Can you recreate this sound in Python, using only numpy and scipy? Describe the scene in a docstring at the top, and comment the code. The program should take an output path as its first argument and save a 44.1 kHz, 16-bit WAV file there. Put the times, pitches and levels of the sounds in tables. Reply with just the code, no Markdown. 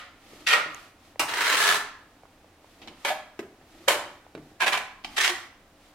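"""Trowel and gritty tile adhesive

A steel trowel spreads adhesive on a kitchen wall, scoops more from a bucket, then butters the back of a tile.
Strokes are random sand grains and paste hiss, bunched by stick and slip, coloured by contact resonances.
Unsteady sines make hollow honks, sinking sines make wall thuds; noise bursts make taps, smacks and ticks.
Swelling filtered noise is the smear of wet paste. A bare room answers a close pair of microphones,
over faint steady air."""
import sys
import numpy as np
from scipy import signal
from scipy.fft import rfft, irfft, next_fast_len
from scipy.io import wavfile
from scipy.ndimage import map_coordinates

SR = 44100
rng = np.random.default_rng(int(sys.argv[2]) if len(sys.argv) > 2 else 0)


def file_out(sig):
    """Save sig as 16-bit WAV at sys.argv[1]."""
    # one column per channel
    cols = np.atleast_2d(sig).T
    # limit, then scale
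    lim = np.clip(cols, -1, 1)
    pcm = np.round(lim * 32767).astype(np.int16)
    wavfile.write(sys.argv[1], SR, pcm)


N = 261954
SIZE = 65536  # samples in one event
HZ, T = np.fft.rfftfreq(SIZE, 1 / SR), np.arange(SIZE) / SR


def amp(db):
    """Decibels to gain."""
    return 10 ** (np.asarray(db) / 20)


def unit(x):
    """Scaled to rms 1."""
    return x / np.sqrt(np.mean(x ** 2) + 1e-20)


def along(points, hz):
    """Interpolate (frequency [Hz], value) points on a log frequency axis."""
    f, v = np.transpose(points)
    return np.interp(np.log(hz + 1), np.log(f + 1), v)


def wobble(rate, size):
    """Smooth random curve, rate knots a second."""
    knots = rng.standard_normal(int(size * rate / SR) + 4)
    return map_coordinates(knots, [np.arange(size) * rate / SR])


def add(track, s, sound, fade_s=.3):
    """Mix a stereo sound into the track from time s, fading its far end."""
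    at = round(s * SR)
    start = max(at, 0)
    faded = sound * np.minimum((T[-1] - T) / fade_s, 1)
    part = faded[:, max(-at, 0):N - at]
    track[:, start:start + part.shape[1]] += part


def body(tone, ring=()):
    """Causal minimum-phase response of unit power: a broad colour with resonant peaks on it."""
    db = along(tone, HZ)
    for hz, half_width_hz, lift_db in ring:
        db = db + lift_db / (1 + ((HZ - hz) / half_width_hz) ** 2)
    cepstrum = irfft(np.log(amp(db) + 1e-5))[:SIZE // 2]
    response = np.exp(rfft(2 * cepstrum, SIZE))
    return response / np.sqrt(np.mean(np.abs(response) ** 2))


# left-right likeness: (frequency [Hz], likeness [0-1])
ALIKE = [(60, .998), (340, .999), (520, .99), (750, .94), (1410, .68), (3100, .33), (6820, .05), (15000, 0)]
# left-right balance: (frequency [Hz], left minus right [dB])
LEAN_DB = [(600, 0), (1300, -1.2), (2400, -2.4), (4400, 0), (15000, 0)]


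def ports(mid, side, hz):
    """Two close microphones: alike in the bass, unrelated in the treble."""
    turn = np.arccos(along(ALIKE, hz)) / 2
    sign = np.array([[1], [-1]])
    pair = mid * np.cos(turn) + sign * side * np.sin(turn)
    return pair * amp(sign * along(LEAN_DB, hz) / 2)


# decay of the bare room: (frequency [Hz], t60 [s])
ROOM_T60_S = [(150, 0.67), (400, 0.38), (1000, 0.57), (2500, 0.52), (5000, 0.47), (10000, 0.31),
              (16000, 0.21)]
# colour of the late sound: (frequency [Hz], level [dB])
WET_DB = [(150, 4.5), (400, -5.5), (1200, -5), (3000, -11), (6000, -8), (15000, -3)]


def room(pair, wet_db, near_db=-4.5, near_t60=0.058):
    """Direct sound, quick corner-wall cluster and long bare-room tail, from mid and side spectra."""
    def spectrum(x):
        """Spectrum of unit-energy echoes."""
        return rfft(x[:, :SIZE] / np.linalg.norm(x, axis=1, keepdims=True), SIZE)

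    near_fade = amp(-60 * T / near_t60) * (1 - np.exp(-T / 0.0016))
    near = spectrum(rng.standard_normal((2, SIZE)) * near_fade)
    hz, t, z = signal.stft(rng.standard_normal((2, SR)), SR, nperseg=256)
    t60 = along(ROOM_T60_S, hz)[:, None]
    late_fade = amp(-60 * t / t60) * (1 - np.exp(-t / 0.0087)) / np.sqrt(t60)
    late = spectrum(signal.istft(z * late_fade, SR, nperseg=256)[1])
    echo = amp(near_db) * HZ / np.hypot(HZ, 1100)  # near echoes are weaker in the bass
    direct_and_near = (1 + echo * near) / np.sqrt(1 + echo ** 2)
    paths = direct_and_near + amp(wet_db + along(WET_DB, HZ)) * late
    return irfft(ports(*(pair * paths), HZ))


def burst(db, t60):
    """Mid and side spectra of a noise crunch that dies away exponentially."""
    return rfft(amp(db - 60 * T / t60) * rng.standard_normal((2, SIZE)))


def rush(tone):
    """Steady coloured stereo noise of rms 1."""
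    size = next_fast_len(N + 8192)
    hz = np.fft.rfftfreq(size, 1 / SR)
    pair = ports(*rfft(rng.standard_normal((2, size))), hz)
    return unit(irfft(pair * amp(along(tone, hz)), size)[:, :N])


# relative colour of each contact: (frequency [Hz], level [dB])
WIPE_TONE_DB = [(40, -55), (100, -36.5), (200, -21.5), (350, -13), (600, -4), (1000, -2.5), (1600, 2),
                (2500, 5.5), (3600, -1.5), (5000, -7), (8000, -14.5), (12000, -19.5), (15000, -31)]
SLAP_TONE_DB = [(40, -83), (100, -17), (200, -33), (350, -20), (600, -2.5), (1000, 3.5), (1600, 0),
                (2500, -1.5), (3600, -5.5), (5000, -4.5), (8000, -14), (12000, -15), (15000, -21)]
SCOOP_TONE_DB = [(40, -60), (100, -28), (200, -16.5), (350, -6), (600, -3), (1000, -4.5), (1600, 6),
                 (2500, 1.5), (3600, -1.5), (5000, -7), (8000, -12), (12000, -17.5), (15000, -21.5)]
LIFT_TONE_DB = [(40, -55), (100, -26.5), (200, -22), (350, -14), (600, -7), (1000, -0.5), (1600, -1.5),
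                (2500, 0), (3600, -1.5), (5000, -7), (8000, -11.5), (12000, -16.5), (15000, -23)]
SPREAD_TONE_DB = [(40, -57), (100, -37), (200, -18.5), (350, -7), (600, -7.5), (1000, -0.5), (1600, -5),
                  (2500, -6), (3600, -6.5), (5000, -14.5), (8000, -19.5), (12000, -21.5), (15000, -31)]
PRESS_TONE_DB = [(40, -47), (100, -25), (200, -36), (350, -1.5), (600, -4), (1000, 2), (1600, -3),
                 (2500, -2), (3600, -4.5), (5000, -9.5), (8000, -12), (12000, -16.5), (15000, -25)]
BUTTER_TONE_DB = [(40, -57), (100, -31), (200, -21.5), (350, -10.5), (600, -4), (1000, -4), (1600, -1.5),
                  (2500, 1), (3600, -2.5), (5000, -10.5), (8000, -13.5), (12000, -19.5), (15000, -29)]
CLEAN_TONE_DB = [(40, -53.5), (100, -37), (200, -28), (350, -16), (600, -12.5), (1000, -2), (1600, 1),
                 (2500, 1), (3600, -1.5), (5000, -7), (8000, -11.5), (12000, -20), (15000, -27)]
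# resonances of blade and surface, before wander: (frequency [Hz], half-width [Hz], lift [dB])
WIPE_RING = [(562, 50, 7), (1352, 92, 11), (1910, 110, 6), (2550, 157, -0.5), (3130, 870, 4)]
SLAP_RING = [(393, 41, 9.1), (1270, 110, 3.5), (2400, 150, 8.3), (2800, 78, 11), (8400, 630, 9.1)]
SCOOP_RING = [(950, 80, 11), (1257, 60, 6.1), (1610, 55, 1.7), (2050, 96, 1.9)]
LIFT_RING = [(403, 11.3, 20.7), (1280, 140, 5.6), (1660, 33, 8.4), (1744, 82, 7.9)]
SPREAD_RING = [(598, 48, 7.3), (778, 15, 6.1), (1710, 54, 7.3), (1980, 35, 5.9), (2370, 110, 6.6),
               (3220, 80, 5.1)]
PRESS_RING = [(572, 67, 10.5), (870, 37, 1), (1800, 60, 5.6), (3070, 130, 3.6), (3640, 33, 2.2)]
BUTTER_RING = [(706, 35, 6.2), (1024, 54, 10.4), (1430, 17, 3.5), (1650, 120, 4.8), (2330, 160, 6.6)]
CLEAN_RING = [(403, 41, 8.4), (731, 28, 9.5), (1110, 38, 3.1), (1866, 110, 7), (3220, 300, 2.9),
              (5400, 80, 4.2)]
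# pulls of the blade: (time [s], length [s], level [dB], swell over the pull [dB],
# bite on landing, negative eases in [dB], roll from edge to flat [dB], contact [name])
PULLS = [(-.09, 0.039, -29.5, -11, -4, 18, "wipe"), (.4665, 0.11, -21.5, 5.5, -3.5, 16, "wipe"),
         (1.1937, 0.041, -24.5, -4.5, 18, 7.5, "slap"), (1.279, .275, -25.5, 11, 2.5, 0.5, "scoop"),
         (1.565, 0.2, -21.5, 0.5, 1.5, 3.5, "lift"), (3.0471, .076, -26.5, -11, 4.5, 3, "spread"),
         (3.8792, .075, -24.5, -14, 4, 4.5, "press"), (4.603, 0.043, -23.5, 0, 0.5, 8.5, "butter"),
         (4.661, 0.034, -22, -6, 4.5, 3, "butter"), (4.721, 0.035, -22.5, -2.5, -5, 9, "butter"),
         (4.7722, .007, -21.5, -10, 3, -1, "butter"), (5.168, 0.024, -20.5, -10, -5.5, 6, "clean"),
         (5.201, .102, -23, 0, 5.5, 6.5, "clean")]


def strokes():
    """Wall, bucket, wall again, then tile back: each contact has its own colour and place in the room."""
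    contacts = {
        "wipe": dict(tone=WIPE_TONE_DB, ring=WIPE_RING, wet_db=2, glide_oct=-0.026, pan_db=0,
                     edge_db=2.5, low_hz=1050, high_hz=2960),
        "slap": dict(tone=SLAP_TONE_DB, ring=SLAP_RING, wet_db=1, glide_oct=0, pan_db=.5),
        "scoop": dict(tone=SCOOP_TONE_DB, ring=SCOOP_RING, wet_db=0.5, glide_oct=.22, pan_db=0.7),
        "lift": dict(tone=LIFT_TONE_DB, ring=LIFT_RING, wet_db=2.0, glide_oct=0.0416, pan_db=0.5),
        "spread": dict(tone=SPREAD_TONE_DB, ring=SPREAD_RING, wet_db=0, glide_oct=0.027, pan_db=0.5,
                       edge_db=1.5),
        "press": dict(tone=PRESS_TONE_DB, ring=PRESS_RING, wet_db=1.0, glide_oct=0.015, pan_db=.5,
                      edge_db=0.0),
        "butter": dict(tone=BUTTER_TONE_DB, ring=BUTTER_RING, wet_db=0.5, glide_oct=0.0206, pan_db=-.5,
                       edge_db=-0.5),
        "clean": dict(tone=CLEAN_TONE_DB, ring=CLEAN_RING, wet_db=-0.5, glide_oct=0.032, pan_db=-.5,
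                      edge_db=2)}
    out = np.zeros((2, N))
    for s, length, level_db, swell_db, bite_db, roll_db, contact in PULLS:
        force = drag(s, length, level_db, swell_db, bite_db)
        add(out, s - GRAZE_S, stroke(force, length, roll_db, **contacts[contact]))
    return out


def stroke(force, length, roll_db, tone, ring, wet_db, glide_oct, pan_db, wander_oct=0.0151,
           low_hz=900, high_hz=4000, edge_db=1, bass_hz=70):
    """One pull: rolling from edge to flat trades treble hiss for low resonances."""
    progress = np.minimum(T / length, 1) - .5
    edge = amp(edge_db - roll_db * progress)
    grains = sand(grains_per_s=2200, spread_db=3, paste_db=-9, judder_db=2.0, judder_rate=330)
    grit = irfft(rfft(grains) * body(tone, ring))
    # the contact line moves along the blade, so the resonances wander and glide
    place = np.cumsum(2 ** (glide_oct * progress + wander_oct * wobble(35.06, SIZE)))
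    grit = rfft([map_coordinates(g, [place], mode="wrap") for g in grit])
    low = 1 / (1 + (HZ / low_hz) ** 4)
    high = 1 - 1 / (1 + (HZ / high_hz) ** 4)
    scrape = irfft(grit * low) / edge + irfft(grit * (1 - low - high)) + irfft(grit * high) * edge
    radiated = (1j * HZ / (1j * HZ + bass_hz)) ** 2  # a small blade gives off little deep bass
    heard = room(rfft(scrape * force) * radiated, wet_db)
    shade_db = np.outer([1, -1], 1 - low) * pan_db / 2  # only short waves are shaded to one side
    return irfft(rfft(heard) * amp(shade_db))


def sand(grains_per_s, spread_db, paste_db, judder_db, judder_rate):
    """Unequal sand grains crack along the blade over paste hiss, bunched by stick and slip."""
    chance = rng.random((2, SIZE))
    size, sign, hiss = rng.standard_normal((3, 2, SIZE))
    grains = (chance < grains_per_s / SR) * amp(spread_db * np.clip(size, -2, 2)) * np.sign(sign)
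    judder = amp(judder_db * wobble(judder_rate, SIZE))
    return unit((unit(grains) + amp(paste_db) * hiss) * judder)


# catches and brief slips on coarse sand: (time [s], level change, negative eases [dB])
CATCHES = [(.537, 9), (1.297, 4), (1.3405, 6), (1.417, 0.5), (1.654, 2), (3.087, 5.5), (3.885, 4),
           (4.644, 3.5), (5.256, -3.5), (5.279, 6), (5.296, 5)]
CATCH_S = 0.0031  # Gaussian half length
ATTACK_S, RELEASE_S, BITE_S = 0.0027, 0.0077, 0.0037  # landing ramp; decay constants of release and bite
GRAZE_S, GRAZE_DB = .009, -12  # graze before landing; level when there is no bite
ARCH_DB = 2.5  # the hand presses hardest in mid-pull
UNEVEN_DB, UNEVEN_PER_S = 1.53, 74.5  # lumps in the paste vary the drag


def drag(s, length, level_db, swell_db, bite_db):
    """Force of one pull: graze, landing bite, swell along an arch, catches and slips on sand, release."""
    t = np.maximum(T - GRAZE_S, 0)
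    progress = np.minimum(t / length, 1)
    arch_db = swell_db * (progress - .5) + ARCH_DB * (np.sin(np.pi * progress) - 2 / np.pi)
    catch_db = sum(db * np.exp(-((s + t - at) / CATCH_S) ** 2)
                   for at, db in CATCHES if s < at < s + length)
    landed = np.minimum(t / ATTACK_S, 1) ** 2
    # a harder landing has a fainter graze
    graze = amp(GRAZE_DB - 2 * max(bite_db, 0)) * np.minimum(T / GRAZE_S, 1) ** 2
    bite = amp(bite_db * np.exp(-t / BITE_S))
    release = np.exp(-np.maximum(t - length, 0) / RELEASE_S)
    contact = (graze * (1 - landed) + landed * bite) * release
    uneven_db = UNEVEN_DB * wobble(UNEVEN_PER_S, SIZE)
    return contact * amp(level_db + arch_db + catch_db + uneven_db)


# flat-blade chatter: (time [s], length [s], centre frequency [Hz], level [dB])
HONKS = [(3.049, 0.031, 577, -28), (3.1, 0.053, 627.6, -26.5), (3.101, 0.036, 752, -22.5),
         (3.877, 0.024, 1697, -21.5), (3.877, 0.067, 561, -23.5), (4.604, 0.05, 1580, -22),
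         (5.293, 0.062, 360, -35.5)]


def chatter():
    """Stick and slip locks onto one blade mode for a moment: a short, hollow honk."""
    out = np.zeros((2, N))
    for s, length, hz, db in HONKS:
        swell = np.sin(np.pi * np.clip(T / length, 0, 1) ** 0.49)
        phase = 2 * np.pi * np.cumsum(hz * (1 + 0.027 * wobble(115, SIZE))) / SR
        pair = amp(db) * swell * np.array([np.sin(phase), np.cos(phase)])
        add(out, s, room(rfft(pair), wet_db=-5.0))
    return out


# light blade touches: (time [s], level [dB], t60 [s])
TAPS = [(0.422, -51, 0.032), (2.817, -44.5, 0.12), (2.827, -49, 0.13), (2.875, -37, 0.047),
        (2.882, -35.5, 0.022), (5.039, -43.5, 0.049), (5.046, -25.5, 0.04)]
# relative colour of the steel: (frequency [Hz], level [dB])
TAP_TONE_DB = [(120, -16), (330, -7), (550, -16.5), (780, -2.5), (1500, -14.5), (2500, -5.5), (3600, -6.5),
               (5000, -14), (9000, -29.5), (16000, -43)]


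def taps():
    """Light blade touches: decaying noise bursts coloured by the steel."""
    out, steel = np.zeros((2, N)), body(TAP_TONE_DB)
    for s, db, t60 in TAPS:
        add(out, s, room(burst(db, t60) * steel, wet_db=1.0))
    return out


# flat blade on paste: (time [s], thud [dB], smack [dB], smack t60 [s])
PATS = [(0.325, -53, -65, 0.058), (0.334, -46, -73, .03), (.661, -39, -59, .03), (1.195, -31, -22, 0.033),
        (3.3916, -47, -27.5, 0.055), (3.428, -45.5, -42, .04), (3.613, -52, -50, 0.056),
        (3.955, -38.5, -41.5, .04), (4.351, -33, -34, 0.023), (4.376, -41, -45.5, 0.072)]
# wall modes: (settled frequency [Hz], relative level [dB], t60 [s])
THUD_MODES = [(146, -10, 0.073), (241, -6.5, 0.11), (298.6, -8.5, 0.33), (341, 1.5, 0.054),
              (435, -4, 0.027), (627, -21, .03)]
# relative colour of the wet smack: (frequency [Hz], level [dB])
SMACK_TONE_DB = [(150, -23), (350, 3), (550, -4.5), (850, -14.5), (1400, -11), (2100, -11), (2900, -16),
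                 (4500, -23), (16000, -42.5)]


def pats():
    """Decaying wall modes thud and sink in pitch as the paste yields; a noise burst is the wet smack."""
    out, wet = np.zeros((2, N)), body(SMACK_TONE_DB)
    radiated = 1j * HZ / (1j * HZ + 110)  # a small patch of wall gives off little deep bass
    clock = np.cumsum(1 + 0.323 * np.exp(-T / 0.017)) / SR
    onset = 1 - np.exp(-T / 0.00036)
    for s, thud_db, smack_db, smack_t60 in PATS:
        thud = sum(amp(thud_db + db - 60 * T / t60) * np.sin(2 * np.pi * hz * clock)
                   for hz, db, t60 in THUD_MODES)
        smack = burst(smack_db, smack_t60) * wet
        add(out, s, room(rfft(thud * onset) * radiated + smack, wet_db=-1.5))
    return out


# faint dry ticks: (time [s], level [dB])
TICKS = [(1.158, -38.5), (2.234, -41), (2.254, -41.5), (2.444, -43), (2.644, -41.5), (2.925, -44.5),
         (4.265, -41), (4.505, -45.5)]
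# relative tick colour: (frequency [Hz], level [dB])
TICK_TONE_DB = [(150, -51), (500, 8.5), (900, 2), (1600, -11), (2300, -10), (3500, -46), (16000, -57)]
# tiny bright click: (time [s], level [dB])
SNICKS = [(.7463, -30.5)]
# relative click colour: (frequency [Hz], level [dB])
SNICK_TONE_DB = [(500, -40), (4800, -30), (6300, -2), (8000, -19.5), (9300, -9), (11000, -20), (16000, -32)]


def ticks(rows, tone, t60):
    """Tiny close noise clicks, too weak to stir the room."""
    out, colour = np.zeros((2, N)), body(tone)
    for s, db in rows:
        add(out, s, irfft(ports(*burst(db, t60), HZ) * colour))
    return out


# light glides over wet paste: (time [s], length [s], peak hiss [dB], peak low rub [dB])
GLIDES = [(.17, 0.4, -53.5, -56), (0.652, 0.29, -53, -64), (.98, .18, -59.5, -68),
          (2.604, 0.26, -61.5, -75.5), (2.78, 0.19, -64, -51.5), (2.925, 0.27, -54.5, -61),
          (3.596, 0.65, -56, -55.5), (4.364, 0.24, -64, -58), (5.035, 0.48, -47.5, -61),
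          (5.76, 0.2, -61, -83)]
# relative colour of paste hiss: (frequency [Hz], level [dB])
HISS_TONE_DB = [(410, -29), (700, -2), (984, -7.5), (1280, -2), (1560, -12), (1800, -4.5), (3790, -7),
                (14600, -20.5), (16000, -36.5)]
# relative colour of the wall's hum: (frequency [Hz], level [dB])
RUB_TONE_DB = [(150, -20), (280, -12.5), (340, -6), (410, -22), (650, -15), (1200, -44), (3000, -67.5)]


def smear():
    """Wet paste hisses under the gliding blade and the wall hums to the rubbing, as swelling noise."""
    t, hiss, rub = np.arange(N) / SR, np.zeros(N), np.zeros(N)
    for s, length, hiss_db, rub_db in GLIDES:
        speed = np.sin(np.pi * np.clip((t - s) / length, 0, 1))
        hiss += amp(hiss_db) * speed
        rub += amp(rub_db) * speed
    flutter = amp(0.56 * wobble(97, N))
    return hiss * flutter * rush(HISS_TONE_DB) + rub * rush(RUB_TONE_DB)


# relative colour of still room air: (frequency [Hz], level [dB])
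AIR_TONE_DB = [(12, -41), (24, 3.5), (38, -7), (68, -6), (91, -1), (134, -12), (228, -7.5), (301, -3),
               (367, -11.5), (446, -10), (780, -8.5), (873, -12.5), (2530, -18.5), (4180, -22.5),
               (16000, -33.5)]
AIR_DB = -57.5


def air():
    """Faint air of the room: steady coloured noise."""
    return amp(AIR_DB) * rush(AIR_TONE_DB)


def scene():
    """All the work over the room air."""
    clicks = ticks(TICKS, TICK_TONE_DB, t60=0.016) + ticks(SNICKS, SNICK_TONE_DB, t60=0.006)
    return strokes() + chatter() + taps() + pats() + clicks + smear() + air()


TOP_HZ = 16100


def record(dry):
    """Band limit: nothing passes from TOP_HZ up."""
    size = next_fast_len(N + 8192)
    passed = np.fft.rfftfreq(size, 1 / SR) < TOP_HZ
    return irfft(rfft(dry, size) * passed, size)[:, :N]


dry = scene()
out = record(dry)
file_out(out)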